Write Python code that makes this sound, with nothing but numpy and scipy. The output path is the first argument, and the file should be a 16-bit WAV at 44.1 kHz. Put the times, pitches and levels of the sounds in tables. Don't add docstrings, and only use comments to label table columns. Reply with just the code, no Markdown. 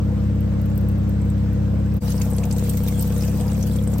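import sys
import numpy as np
from scipy import signal
from scipy.fft import rfft, irfft, next_fast_len
from scipy.io import wavfile
from scipy.ndimage import uniform_filter1d, map_coordinates

SR = 44100
rng = np.random.default_rng(int(sys.argv[2]) if len(sys.argv) > 2 else 0)


def transcribe(u):
    v = np.clip(np.atleast_2d(u).T, -1, 1)
    q = np.round(v * 32767).astype(np.int16)
    wavfile.write(sys.argv[1], SR, q)


N = 176400

# start in seconds, level in dB, pitch in Hz.
DRAIN_DRIPS = [(0.4068, -35, 14050), (0.6149, -32.5, 14400), (0.658, -35.5, 13900), (0.6996, -42, 14400),
               (0.756, -35, 13900), (0.7763, -24, 14200), (0.811, -39, 13900), (0.8868, -27, 15350),
               (0.9168, -40, 14100), (0.9817, -37.5, 15150), (1.037, -46, 14500), (1.0935, -33.5, 14000),
               (1.2155, -41.5, 7870), (1.2526, -39.5, 15200), (1.2992, -35, 7700), (1.5307, -37, 14600),
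               (1.8632, -46, 14300), (1.94, -34, 14500), (1.967, -34, 14100)]
# start in seconds, level in dB, pitch in Hz, slap send in dB.
FAT_DROPS = [(2.104, -27.5, 10900, -9), (2.121, -27, 6320, -9), (2.166, -32.5, 8500, -22),
             (2.2159, -22, 6580, -7), (2.305, -24.5, 13900, -27), (2.312, -29, 8050, -29),
             (2.3328, -29.5, 8050, -25), (2.3642, -27, 10960, -32), (2.3822, -28.5, 8230, -7),
             (2.4365, -30.5, 6840, -5), (2.4523, -23.5, 14500, -16.5), (2.51, -30, 8800, -2),
             (2.5251, -21.5, 7360, -25), (2.5628, -25, 7400, -18), (2.582, -20.5, 14500, -16),
             (2.593, -28, 7400, -17), (2.639, -27, 8770, -32), (2.6936, -16, 14660, -31),
             (2.696, -18.5, 8630, -20), (2.734, -28, 12100, -11), (2.771, -20.5, 14600, -14),
             (2.835, -20.5, 13800, -31), (2.8744, -29, 3630, -10.5), (2.882, -17, 14500, -18),
             (2.994, -18, 8060, -41), (3.0088, -16.5, 13700, -29), (3.025, -15.5, 14100, -25),
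             (3.075, -24, 13700, -26), (3.1225, -26.5, 13800, -11), (3.233, -30.5, 8650, -6),
             (3.2483, -28, 13900, -13), (3.408, -27.5, 8270, -14), (3.5156, -30, 7840, -9.5),
             (3.626, -24.5, 5970, -23), (3.669, -24.5, 14100, -14.5), (3.734, -31, 8150, -25),
             (3.7596, -29, 8430, -8), (3.8749, -23, 8140, -33), (3.9356, -26, 7340, -17),
             (3.982, -22.5, 13700, -16)]
# start in seconds, level in dB, pitch in Hz.
BIG_BUBBLES = [(2.095, -34, 6720), (2.119, -34, 4100), (2.212, -32, 2430), (2.215, -44, 5700),
               (2.381, -38, 4310), (2.434, -29.5, 2500), (2.507, -38, 2630), (2.51, -32, 4740),
               (2.593, -33, 6550), (2.692, -37, 3400), (2.738, -39, 1850), (2.738, -50, 5080),
               (2.771, -38, 5940), (2.886, -33, 2270), (3.023, -35, 5250), (3.075, -45, 2840),
               (3.163, -31, 6600), (3.209, -31, 5050), (3.237, -31, 2670), (3.48, -31.5, 5140),
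               (3.55, -39, 2440), (3.628, -29, 6030), (3.713, -35.5, 3730), (3.787, -32, 3320),
               (3.959, -35, 1015)]
# time in seconds, gain in dB.
FLOW_RIDE = [(2.03, 4.5), (2.2, 2), (2.29, -1), (2.4, -2), (2.49, -5), (2.54, -0.5), (2.75, 4), (2.95, 2.5),
             (3.1, 3.5), (3.29, 4), (3.45, 2), (3.76, 1), (3.84, -4.5), (4, -3)]
GURGLE_RIDE = [(2.03, -46), (2.22, -42.5), (2.33, -45.5), (2.43, -38), (2.5, -47), (2.56, -42), (2.75, -52),
               (2.95, -46), (3.12, -44), (3.45, -42.5), (3.6, -47), (3.78, -61), (3.96, -41.5)]
# frequency in Hz, gain in dB.
SPLASH_EQ = [(500, -12), (1500, -25), (4000, -9), (6500, -10), (8500, 7.5), (10500, 4), (12500, 7.5),
             (14500, 3.5), (16000, 6)]
SLAP_EQ = [(600, -5), (2200, -0.5), (4500, 2.5), (7000, 6.5), (10000, -12), (16000, -33)]
PAN_ECHO_EQ = [(1000, -0.5), (6000, 12), (9000, -8), (15000, -8)]
FIZZ_EQ = [(400, -6), (1200, -3), (2400, 4), (3600, 2.5), (6500, 4.5), (8500, 7), (10500, -36.5),
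           (12500, -4.5), (14500, 7), (16000, 0.5)]
GURGLE_EQ = [(300, -9.5), (560, 3.5), (850, 2.5), (1100, -4), (1600, -14), (3000, -19.5), (8000, -55)]
RUMBLE_EQ = [(20, -16), (45, -14), (80, 4), (150, -2.5), (260, -2.5), (380, -11), (520, -4.5), (700, -16),
             (1000, -20), (1600, -23.5), (2500, -31), (4000, -36), (7000, -43), (11000, -59.5),
             (15500, -51)]
# frequency in Hz, left-right likeness (1 is mono).
FIZZ_IMAGE = [(1000, 0.37), (4000, 0.063), (8000, 0.14), (14000, 0.8)]
RUMBLE_IMAGE = [(60, .98), (200, 0.41), (450, 0), (1000, 0.15), (2000, 0.0049), (8000, 0.034)]
# time in seconds, firings per second.
IDLE_DRAIN = [(0.1, 33.47), (0.65, 33.43), (1.12, 33.03), (1.5, 33.3), (1.68, 33.22), (1.92, 33.48)]
IDLE_PAN = [(2.1, 32.85), (2.25, 33.12), (2.5, 33.4), (3.17, 33.34), (3.3, 33.65), (3.66, 34.04)]
# multiple of the cycle rate, relative level in dB.
HUM_DRAIN = [(1, -38), (2, -28), (3, -25), (4, -2), (5, -19), (6, 0), (7, -25), (8, -6), (9, -16), (10, -9),
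             (11, -18), (12, -3), (13, -17), (14, -20), (15, -20), (16, -30), (17, -25), (18, -16),
             (19, -28), (20, -25)]
HUM_PAN = [(1, -39), (2, -26), (3, -31), (4, 0), (5, -23), (6, 0), (7, -25), (8, -3), (9, -14), (10, -4),
           (11, -11), (12, -1), (13, -14), (14, -14), (15, -16), (16, -24), (17, -21), (18, -17), (19, -21),
           (20, -25)]
# pitch in Hz, width in Hz, gain in dB.
BODY_MODES = [(451, 12, -2), (484, 11, 9), (579, 10, -9)]

MOVE_S, DIP_S = 2.003, 0.033
CRACK_T60_S, SLAP_T60_S, PAN_T60_S, BUBBLE_ECHO_T60_S = 0.013, 0.034, 0.055, 0.049
PATTER_PER_S, PATTER_DB = 65, -37.5
PLINKS_PER_S, PLINK_DB, PLINK_LOW_HZ, PLINK_OCTAVES = 54, -49, 694, 3.3
SPRAY_PER_S, SPRAY_DB, FIZZ_DB = 2300, -49, -46
SHADED_DB = -13
EXHAUST_LAG_PERIODS, WALL_PHASE_HZ = 2.9, 374


def drop(hz, width_oct, skirt_db, echo_db):
    def colour(f):
        bell = np.exp(-.5 * (np.log2((f + 1) / hz) / width_oct) ** 2)
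        return amp(along(SPLASH_EQ, f)) * (amp(skirt_db) + bell)

    t = np.arange(SR // 20) / SR
    noise = rng.standard_normal((3, len(t)))
    crack = unit(filtered(noise[0], colour)) * amp(-60 * t / CRACK_T60_S)
    decay, phase = bubble(t, hz, cycles=210)
    ring = 2 * amp(-7) * decay * np.sin(phase)
    direct = from_right((crack + ring) * attack(t, 0.00035))
    echo = filtered(unit(filtered(noise[1:], colour)), lambda f: amp(along(PAN_ECHO_EQ, f)))
    sound = direct + echo * amp(echo_db - 60 * t / PAN_T60_S) * attack(t, 0.002)
    return sound / np.abs(sound).max()


def slap():
    t = np.arange(SR // 20) / SR
    noise = unit(filtered(rng.standard_normal((2, len(t))), lambda f: amp(along(SLAP_EQ, f))))
    return noise * amp(-60 * t / SLAP_T60_S) * attack(t, 0.0014)


def drips_and_drops():
    out = np.zeros((2, N))
    for s, db, hz in DRAIN_DRIPS:
        add(out, s, amp(db + 2.5) * drop(hz, width_oct=0.11, skirt_db=-11, echo_db=-6))
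    for s, db, hz, slap_db in FAT_DROPS:
        splash = drop(hz, width_oct=0.16, skirt_db=-12, echo_db=-1)
        add(out, s, amp(db) * (splash + amp(slap_db + 3) * slap()))
    return out


def patter(flow_db):
    out = np.zeros((2, N))
    for when, softness, pitch in rng.random((int(PATTER_PER_S * N / SR), 3)):
        db = PATTER_DB + flow_db[int(when * N)] - 3 * np.log(softness + 0.13)
        hz = 3000 + 12500 * np.sqrt(pitch)
        add(out, when * N / SR, amp(db) * drop(hz, width_oct=0.21, skirt_db=-21, echo_db=-2))
    return out


def bubble(t, hz, cycles):
    life = t * hz / cycles
    return amp(-60 * life), 2 * np.pi * hz * t * (1 + .08 * np.minimum(life, 1))


def big_bubbles():
    out, t = np.zeros((2, N)), np.arange(SR // 16) / SR
    for s, db, hz in BIG_BUBBLES:
        decay, phase = bubble(t, hz, cycles=20)
        ring = decay * attack(t, 0.0002) * np.sin(phase)
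        walls = rng.standard_normal((2, len(t))) * amp(-60 * t / BUBBLE_ECHO_T60_S)
        echo = signal.fftconvolve(ring[None], walls / np.linalg.norm(walls[0]), axes=1)[:, :len(t)]
        sound = ring + amp(5.5) * echo
        add(out, s, amp(db - 0.5) * sound / np.abs(sound).max())
    return out


def plinks(flow_db):
    out, t = np.zeros((2, N)), np.arange(SR // 12) / SR
    for when, softness, pitch, apart in rng.random((int(PLINKS_PER_S * N / SR), 4)):
        decay, phase = bubble(t, PLINK_LOW_HZ * 2 ** (PLINK_OCTAVES * pitch), cycles=100)
        ring = np.sin([phase, phase + 2 * np.pi * (apart - .5)])
        db = PLINK_DB + flow_db[int(when * N)] - 3 * np.log(softness + .05)
        add(out, when * N / SR, amp(db) * decay * attack(t, .0007) * ring)
    return out


def spray(flow_db):
    when, softness = rng.random((int(SPRAY_PER_S * N / SR), 2)).T
    hits = np.bincount((when * N).astype(int), amp(-2.5 * np.log(softness + 0.056)), N)
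    energy = signal.lfilter([1], [1, -np.exp(-1 / (0.00077 * SR))], hits ** 2)
    bursts = np.sqrt(np.abs(energy)) * rng.standard_normal(N)
    ticks = unit(filtered(bursts, lambda f: amp(along(SPLASH_EQ, f) - along(PAN_ECHO_EQ, f))))
    fizz = amp(FIZZ_DB) * noise_bed(FIZZ_EQ, FIZZ_IMAGE, patchy_db=4)
    return amp(flow_db) * from_right(amp(SPRAY_DB + by_place(SHADED_DB, 0)) * ticks + fizz)


def gurgle():
    level = by_place(0, 0.91) * amp(curve(GURGLE_RIDE))
    return level * noise_bed(GURGLE_EQ, [(800, 0.95)], patchy_db=3.5)


def engine():
    cycles = np.cumsum(curve(list(IDLE_DRAIN) + list(IDLE_PAN)) / 2) / SR
    cycles -= by_place(cycles[round(0.12 * SR)], cycles[round(2.144 * SR)])
    tone = by_place(amp(-19) * hum(cycles, HUM_DRAIN), amp(-19.9) * hum(cycles, HUM_PAN))
    body = amp(by_place(-45, -39)) * throb(cycles)
    rumble = amp(by_place(-32, -33.5)) * noise_bed(RUMBLE_EQ, RUMBLE_IMAGE, patchy_db=1.5)
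    lean_left = amp(by_place(1.3, 2.1) * np.array([[.5], [-.5]]))
    return (tone + body) * lean_left + rumble


def hum(cycles, tones):
    out = np.zeros((2, N))
    left_lag_s = by_place(-0.00028, -0.00013)
    for k, db in tones:
        hz = k * np.gradient(cycles) * SR
        scramble = rng.choice([-1, 1]) * np.minimum((hz / WALL_PHASE_HZ) ** 2, 1)
        apart = 2 * np.pi * hz * left_lag_s + scramble
        looseness = (k / 34) ** 2 + k % 2 * .3
        offset = rng.normal(0, looseness) - EXHAUST_LAG_PERIODS * np.log(k)
        phase = 2 * np.pi * (k * cycles + offset)
        out += amp(db + 0.33 * wobble(14)) * np.sin([phase - apart / 2, phase + apart / 2])
    return unit(out)


def throb(cycles, jitter_s=.00008, scatter_db=1.5):
    def body(f):
        return sum(amp(db) * 1j * f * width / (hz * hz - f * f + 1j * f * width)
                   for hz, width, db in BODY_MODES)

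    firings = np.flatnonzero(np.diff(np.floor(cycles)) > 0)
    chance = rng.standard_normal((len(firings), 3))
    firings += np.round(chance[:, 2] * jitter_s * SR).astype(int)
    pulses = np.zeros((2, N))
    pulses[:, np.clip(firings, 0, N - 1)] = amp(scatter_db * chance[:, :2].T)
    return unit(filtered(pulses, body))


def noise_bed(eq, image, patchy_db):
    def mid_side(hz):
        angle = np.arccos(np.clip(along(image, hz), -1, 1)) / 2
        return amp(along(eq, hz)) * [np.cos(angle), np.sin(angle)]

    spectra = signal.stft(rng.standard_normal((2, N)), nperseg=1024)[2]
    patches = uniform_filter1d(rng.standard_normal(spectra.shape[1:]), size=6, axis=0)
    patches = uniform_filter1d(patches, size=4, axis=1)
    pair = signal.istft(spectra * amp(patchy_db * unit(patches)), nperseg=1024)[1][:, :N]
    mid, side = filtered(pair, mid_side)
    return unit(np.array([mid + side, mid - side]))


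def amp(db):
    return 10 ** (np.asarray(db) / 20)


def unit(x):
    return x / np.sqrt(np.mean(x ** 2) + 1e-20)


def attack(t, rise_s):
    return 1 - np.exp(-t / rise_s)


def along(points, hz):
    f, v = np.transpose(points)
    return np.interp(np.log(hz + 1), np.log(f + 1), v)


def curve(rows):
    return np.interp(np.arange(N) / SR, *np.transpose(rows))


def by_place(drain, pan):
    return np.where(np.arange(N) / SR < MOVE_S, drain, pan)


def wobble(rate):
    return map_coordinates(rng.standard_normal(int(N * rate / SR) + 4), [np.arange(N) * rate / SR])


def filtered(x, response):
    n = x.shape[-1]
    m = next_fast_len(n + n // 4)
    return irfft(rfft(x, m) * response(np.fft.rfftfreq(m, 1 / SR)), m)[..., :n]


def from_right(x, lag_s=.000363):
    return filtered(x, lambda hz: np.exp(-2j * np.pi * hz * np.array([[lag_s], [0]])))


def add(out, s, sound):
    part = out[:, max(round(s * SR), 0):][:, :sound.shape[1]]
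    part += sound[:, :part.shape[1]]


def scene():
    flow_db = by_place(-11, curve(FLOW_RIDE)) + 1.8 * wobble(29.67) * by_place(0.41, 0.81)
    ticks_db = flow_db + by_place(SHADED_DB, 0)
    bed = engine() + gurgle() + spray(flow_db)
    return bed + drips_and_drops() + big_bubbles() + patter(ticks_db) + plinks(ticks_db)


def record(dry, top_hz=15850):
    dip = np.clip(np.abs(np.arange(N) / SR - MOVE_S) / DIP_S, .03, 1)
    return filtered(dry * dip, lambda hz: hz < top_hz)


dry = scene()
out = record(dry)
transcribe(out)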